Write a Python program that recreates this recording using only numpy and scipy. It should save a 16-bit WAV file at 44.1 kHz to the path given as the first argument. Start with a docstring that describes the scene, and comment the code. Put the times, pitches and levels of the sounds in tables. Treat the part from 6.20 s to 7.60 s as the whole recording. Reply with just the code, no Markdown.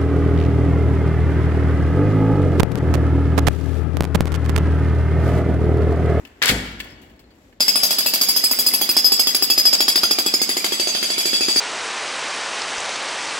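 """Over low workshop noise, a steel tool chest drawer rolls shut with a few light clicks.
Its slides and catch clash in a quick burst (0.22 s), it hits its stop (0.30 s) and the cabinet booms;
the sheet steel rings on in the room. A latch clicks (0.60 s) and the next drawer rolls out
with faint ticks of its slides and chimes of loose tools."""
import sys
import numpy as np
from scipy import signal
from scipy.fft import rfft, irfft
from scipy.io import wavfile
from scipy.ndimage import uniform_filter1d

SR = 44100
rng = np.random.default_rng(int(sys.argv[2]) if len(sys.argv) > 2 else 0)


def digitize_waveform(pressure):
    """Quantize a signal to 16-bit integers and store it at the path in sys.argv[1].

    Rows of a 2-D input are taken as channels; values are limited to [-1, 1].
    """
    field = np.atleast_2d(pressure).T
    bounded = np.clip(field, -1, 1)
    quanta = np.round(bounded * 32767).astype(np.int16)
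    wavfile.write(sys.argv[1], SR, quanta)


N = 61739
T = np.arange(N) / SR
FFT_SIZE = 2 ** 17
FREQS_HZ = np.maximum(np.arange(FFT_SIZE // 2 + 1) * SR / FFT_SIZE, 1)

# light contacts of latch and slides: start_s, level_db, treble_db, body_db, t60_s, left_right_db
LATCH_CLICKS = [(.051, -24, -5, -10, 0.037, 4), (0.068, -49, 11, -1, 0.066, 4),
                (0.074, -41, 9, -1, 0.023, 0.03), (.455, -21, -11, -54, 0.18, -3),
                (0.516, -30, -3, -9, 0.087, 1), (.595, -28.5, 4, -12, 0.03, 4),
                (.6016, -10.5, -2.5, -0.5, 0.049, 0.5), (.6435, -29, 3, 14, 0.033, -5),
                (0.656, -37, -11, 21, .06, -13), (0.701, -37, 1, 5, 0.12, 0),
                (0.816, -42.5, 6.5, 3, 0.24, 3), (.897, -46.5, 4, 1, 0.16, 0),
                (0.96, -53, 7, 0.5, 0.082, 0), (.993, -43, 6.5, 5, 0.12, 1.5),
                (1.106, -47.5, -2, -1.5, 0.18, 0.5), (1.153, -51, 7, 1.5, .05, 1.5),
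                (1.326, -40.5, -15, 17, 0.036, -7.5)]
# steel-on-steel blows on closing: start_s, level_db, treble_db, body_db, t60_s, left_right_db
CLOSING_CLASHES = [(0.2176, -1, -15.5, 3, 0.048, -0.5), (0.2242, 4, -2.5, -12, 0.036, -0.5),
                   (0.2336, -1, -3, -1.5, 0.076, 3), (0.2388, -19, -5, 10, 0.03, 3.5),
                   (0.2469, -9, -2.5, 12.5, 0.054, -2), (0.2567, 1, 5.5, 5.5, 0.024, 1.5),
                   (.267, -2, -9, -11, 0.14, -1), (0.2784, -6, 5.5, -20.5, 0.057, -2.5),
                   (0.2866, -0.5, -0.5, -3.5, 0.086, 2.5), (0.2917, 2.5, -3, -7.5, 0.062, -6),
                   (.298, -3.5, -6, 2, 0.085, 1), (.308, -8.5, 4.5, -13, 0.088, -2)]
# impact on the stop and rebounds: start_s, level_db, contact_s, pitch_hz
STOP_HITS = [(0.2957, -2, 0.0023, 147), (.312, -0.5, 0.0032, 98), (0.3201, -1, 0.00075, 217),
             (0.3223, -7.5, 0.0016, 80), (0.35, -8, .003, 122)]


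def undb(db):
    return 10 ** (np.asarray(db) / 20)


def unit_rms(x):
    return x / np.sqrt(np.mean(x ** 2))


def over_hz(table):
    """Rows of freq_hz, value, interpolated in log frequency."""
    hz, value = np.array(table).T
    return np.interp(np.log(FREQS_HZ), np.log(hz), value)


def filtered(x, gain):
    return irfft(rfft(x, FFT_SIZE) * gain)[..., :N]


def colour(x, spectrum):
    """Minimum-phase filter; keeps the power of white noise."""
    cepstrum = irfft(np.log(unit_rms(undb(over_hz(spectrum)))))
    cepstrum[1:FFT_SIZE // 2] *= 2
    cepstrum[FFT_SIZE // 2 + 1:] = 0
    return filtered(x, np.exp(rfft(cepstrum)))


def decay(t, t60_s):
    return np.exp(-np.log(1000) * t / t60_s)


def ring(hz, t60_s):
    return np.sin(2 * np.pi * hz * T) * decay(T, t60_s)


def add(out, x, start_s):
    i = int(np.clip(start_s * SR, 0, N - 1))
    out[..., i:i + x.shape[-1]] += x[..., :N - i]


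def stereo_noise(correlation, count=N):
    mid, side = rng.standard_normal((2, count))
    return mid * np.sqrt((1 + correlation) / 2) + np.array([side, -side]) * np.sqrt((1 - correlation) / 2)


def diffuse_noise(corner_hz=600):
    """Noise from all around: channels alike in the bass only."""
    mid, side = rng.standard_normal((2, N))
    coherence = .97 / (1 + (FREQS_HZ / corner_hz) ** 4)
    side = filtered(side, np.sqrt((1 - coherence) / 2))
    return filtered(mid, np.sqrt((1 + coherence) / 2)) + np.array([side, -side])


def struck_modes(modes, blows):
    """Each blow adds energy to every mode, which then rings down."""
    energy, out = np.zeros(N), 0
    for start_s, level_db, *_ in blows:
        add(energy, undb([level_db]) ** 2, start_s)
    for hz, level_db, t60_s in modes:
        stored = signal.lfilter([1], [1, -decay(2 / SR, t60_s)], energy)
        out = out + undb(level_db) * np.sqrt(stored) * np.sin(2 * np.pi * (hz * T + rng.random()))
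    return out


def steel_blows(blows, spectrum, tick_db, contact_s=.0008):
    """Each contact ticks, cracks briefly and sets the panels shimmering."""
    cracks, pushes = np.zeros((2, N)), np.zeros(N)
    t = T[:SR // 5]
    highpass, lowpass = signal.butter(2, 5000, "high", fs=SR), signal.butter(2, 1000, fs=SR)
    for start_s, level_db, treble_db, body_db, t60_s, left_right_db in blows:
        crack = stereo_noise(.37, len(t)) * decay(t, t60_s) * (1 - np.exp(-t / contact_s))
        crack[:, int(contact_s * SR)] += undb(tick_db)
        treble, body = signal.filtfilt(*highpass, crack), signal.filtfilt(*lowpass, crack)
        crack = crack + (undb(treble_db) - 1) * treble + (undb(body_db) - 1) * body
        channel_db = level_db + np.array([[left_right_db], [-left_right_db]]) / 2
        add(cracks, crack * undb(channel_db), start_s)
        add(pushes, undb([level_db]), start_s + .0002 * rng.standard_normal())
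    panels = undb(-38.5) * colour(stereo_noise(.3), spectrum) * decay(T, t60_s=.42)
    return undb(-10) * colour(cracks, spectrum) + filtered(pushes, rfft(panels, FFT_SIZE))


def shop_noise():
    """Steady background: low rumble, faint hiss."""
    # freq_hz, level_db
    spectrum = [(25, -5), (55, 9), (300, -1.5), (1000, -24), (4000, -10), (16000, -48)]
    return undb(-64.5) * unit_rms(colour(diffuse_noise(), spectrum))


def slides():
    """Ball slides rumble with a fine, uneven grain."""
    # rolling noise: freq_hz, level_db
    spectrum = [(25, -16.5), (55, 3.5), (90, -1), (150, -8.5), (260, 1), (450, -6.5), (800, -11),
                (1200, -17), (2000, -15), (4000, -32), (6000, -32), (7500, -30.5), (9000, -42),
                (12000, -34.5), (16000, -39.5)]
    # rolling tone: time_s, mids_db, treble_db
    tone = [(0, -1.5, 1), (.1, 4, 0), (.2, 4.5, 2.5), (0.701, -2, -4), (1.051, -2, -5.5), (1.22, -1.5, 5.5),
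            (1.33, -3.5, 3), (1.4, -4, -3.5)]
    # rolling level: time_s, level_db
    envelope = [(0, -43.5), (.07, -48), (.14, -52), (.21, -50.5), (.33, -33), (.62, -45), (.8, -47.5),
                (1.0, -50.5), (1.15, -53), (1.3, -51.5), (1.4, -55.5)]
    grain_db = unit_rms(uniform_filter1d(rng.standard_normal(N), size=220))
    roll = unit_rms(colour(diffuse_noise() * undb(grain_db), spectrum))
    upper, treble = (filtered(roll, 1 / (1 + (hz / FREQS_HZ) ** 4)) for hz in (1000, 3600))
    time_s, mids_db, treble_db = np.array(tone).T
    mids = (upper - treble) * undb(np.interp(T, time_s, mids_db))
    roll = roll - upper + mids + treble * undb(np.interp(T, time_s, treble_db))
    return roll * undb(np.interp(T, *np.array(envelope).T))


def latch():
    """Latch and slides click and ring briefly."""
    # click: freq_hz, level_db
    spectrum = [(40, -45), (400, -11.5), (1200, -8.5), (1800, -0.5), (2400, -1), (3200, -2), (3800, -9.5),
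                (4500, -6), (5800, -14.5), (7500, -16), (9000, -18), (12500, -17), (16000, -7)]
    # latch ring: pitch_hz, level_db, t60_s
    modes = [(1760, 3.5, 0.035), (2103, -2.5, 0.033), (2232, 0, 0.041), (2660, 0, 0.045), (2936, 0, 0.054),
             (3194, -14, 0.071), (3380, -6.5, 0.078), (4420, -6.5, 0.04)]
    clicks = steel_blows(LATCH_CLICKS, spectrum, tick_db=13.5)
    return clicks + undb(-20) * struck_modes(modes, LATCH_CLICKS)


def sheet_steel():
    """Clicks and clashes ring the drawer's sheet steel; mode phases differ per channel."""
    # drawer modes: pitch_hz, level_db, t60_s
    modes = [(1469, -3, .3), (1532, -2, .3), (1758, -2, .65), (1804, 1, .5), (1923, -2, .5), (2069, -2, .5),
             (2106, 0, .45), (2311, -1, .65), (2610, -4, .55), (3084, -2, .55), (3156, -1, .6),
             (3415, -1, .55), (4188, -4, .55), (4609, -3, .6), (7662, -10, .55)]
    return undb(-42.5) * np.array([struck_modes(modes, CLOSING_CLASHES + LATCH_CLICKS) for _ in range(2)])


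def clashes():
    """Slides and catch clash, steel on steel, as the drawer closes."""
    # clash: freq_hz, level_db
    spectrum = [(40, -48), (100, -16.5), (200, -12.5), (450, -9.5), (700, -9.5), (1100, -9.5), (1500, -1),
                (2000, 2.5), (2600, -3), (3200, -1.5), (4500, -4.5), (6400, -12), (7500, -12.5),
                (8600, -16.5), (10800, -14.5), (12500, -15.5), (16000, -15)]
    return steel_blows(CLOSING_CLASHES, spectrum, tick_db=7.5)


def knock():
    """The drawer's weight hits the stop: short low thud, dull shudder."""
    # shudder: freq_hz, level_db
    spectrum = [(20, -27.5), (50, 0.5), (100, 1.5), (170, -0.5), (260, 2), (400, -4), (700, -10),
                (1200, -23), (3000, -40.5)]
    force, thud = np.zeros(N), np.zeros(N)
    for start_s, level_db, contact_s, pitch_hz in STOP_HITS:
        push = undb(level_db) * (1 - np.exp(-T / contact_s))
        add(force, push * decay(T, t60_s=.17), start_s)
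        add(thud, push * ring(pitch_hz, t60_s=.047), start_s)
    shudder = colour(force * stereo_noise(.95), spectrum)
    return undb(-14) * thud + undb(-27) * shudder


def cabinet():
    """The chest's low modes boom on after the knock."""
    # cabinet modes: pitch_hz, level_db, t60_s
    modes = [(54, 4.5, 1.15), (72, -5, .5), (99.5, 2, .6), (134, -2, .5), (161, -2, .4), (179.3, 0, .7),
             (207.5, -1, .7), (260, 3, .85), (306, 0, .55), (407, 2.5, .47), (461, -7, .45), (497, -5, .4),
             (568, -5, .4), (684, 0, .27)]
    boom = struck_modes(modes, STOP_HITS)
    return undb(-36) * signal.lfilter(*signal.butter(2, 900, fs=SR), boom)


def tools(min_beat_hz=78):
    """Loose tools touch and ring faintly, each with two close modes that beat."""
    # tool contacts: start_s, pitch_hz, level_db, t60_s
    chimes = [(.69, 5090, -53, .22), (.722, 5090, -52, .11), (.6, 6320, -65, 1.6), (.993, 4330, -56, .09),
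              (.993, 5100, -57, .08), (1.042, 4170, -59, .13), (1.106, 4230, -60, .08),
              (1.112, 4580, -62, .12)]
    out = np.zeros(N)
    for start_s, pitch_hz, level_db, t60_s in chimes:
        twin_hz = pitch_hz + min_beat_hz * (1 + rng.random())
        add(out, undb(level_db) * (ring(pitch_hz, t60_s) + ring(twin_hz, t60_s / 2)), start_s)
    return out


def reverb(direct, low_cut_hz=110, build_s=.0076):
    """Hard-floored room; the tail dies sooner in the treble."""
    # room decay: freq_hz, level_db, t60_s
    bands = [(40, -10, 0.79), (120, -1, 1.55), (258, -7, 1.39), (497, -2, 0.78), (926, 3, 0.93),
             (2480, -3, 1.026), (4880, -3.5, 0.84), (8860, 4, 0.47), (16000, -3.5, 0.36)]
    radiated = signal.lfilter(*signal.butter(2, low_cut_hz, "high", fs=SR), direct.mean(axis=0))
    noise, tail = rfft(diffuse_noise(), FFT_SIZE), 0
    for hz, level_db, t60_s in bands:
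        band = over_hz([(row[0], row[0] == hz) for row in bands])
        tail = tail + irfft(noise * band)[:, :N] * undb(level_db) * decay(T, t60_s)
    tail = tail * (1 - np.exp(-T / build_s)) * np.sqrt(2 * np.log(1000) / SR)
    return undb(-5) * filtered(radiated, rfft(tail, FFT_SIZE))


def scene():
    """Drawers close up; the impacts excite the room."""
    impacts = clashes() + latch() + knock()
    return impacts + sheet_steel() + cabinet() + tools() + reverb(impacts) + slides() + shop_noise()


def record(dry, right_lag_s=.0001, ceiling=.88, top_hz=15800):
    """Stereo microphone: unequal colour, right channel late, peaks rounded, top cut."""
    # channel balance: freq_hz, left_right_db
    balance = [(100, 1), (600, 2.5), (1400, -0.5), (2100, -2), (2900, 8), (4200, 7), (5400, 9.5), (6300, 5),
               (7600, 14), (9000, -3), (11000, 4), (15000, 0.5)]
    tilt_db = over_hz(balance) / 2
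    lag = np.exp(-2j * np.pi * FREQS_HZ * right_lag_s)
    stereo = filtered(dry, np.array([undb(tilt_db), undb(-tilt_db) * lag]))
    rounded = stereo / (1 + (stereo / ceiling) ** 6) ** (1 / 6)
    return signal.sosfilt(signal.ellip(10, .2, 80, top_hz, fs=SR, output="sos"), rounded)


dry = scene()
out = record(dry)
digitize_waveform(out)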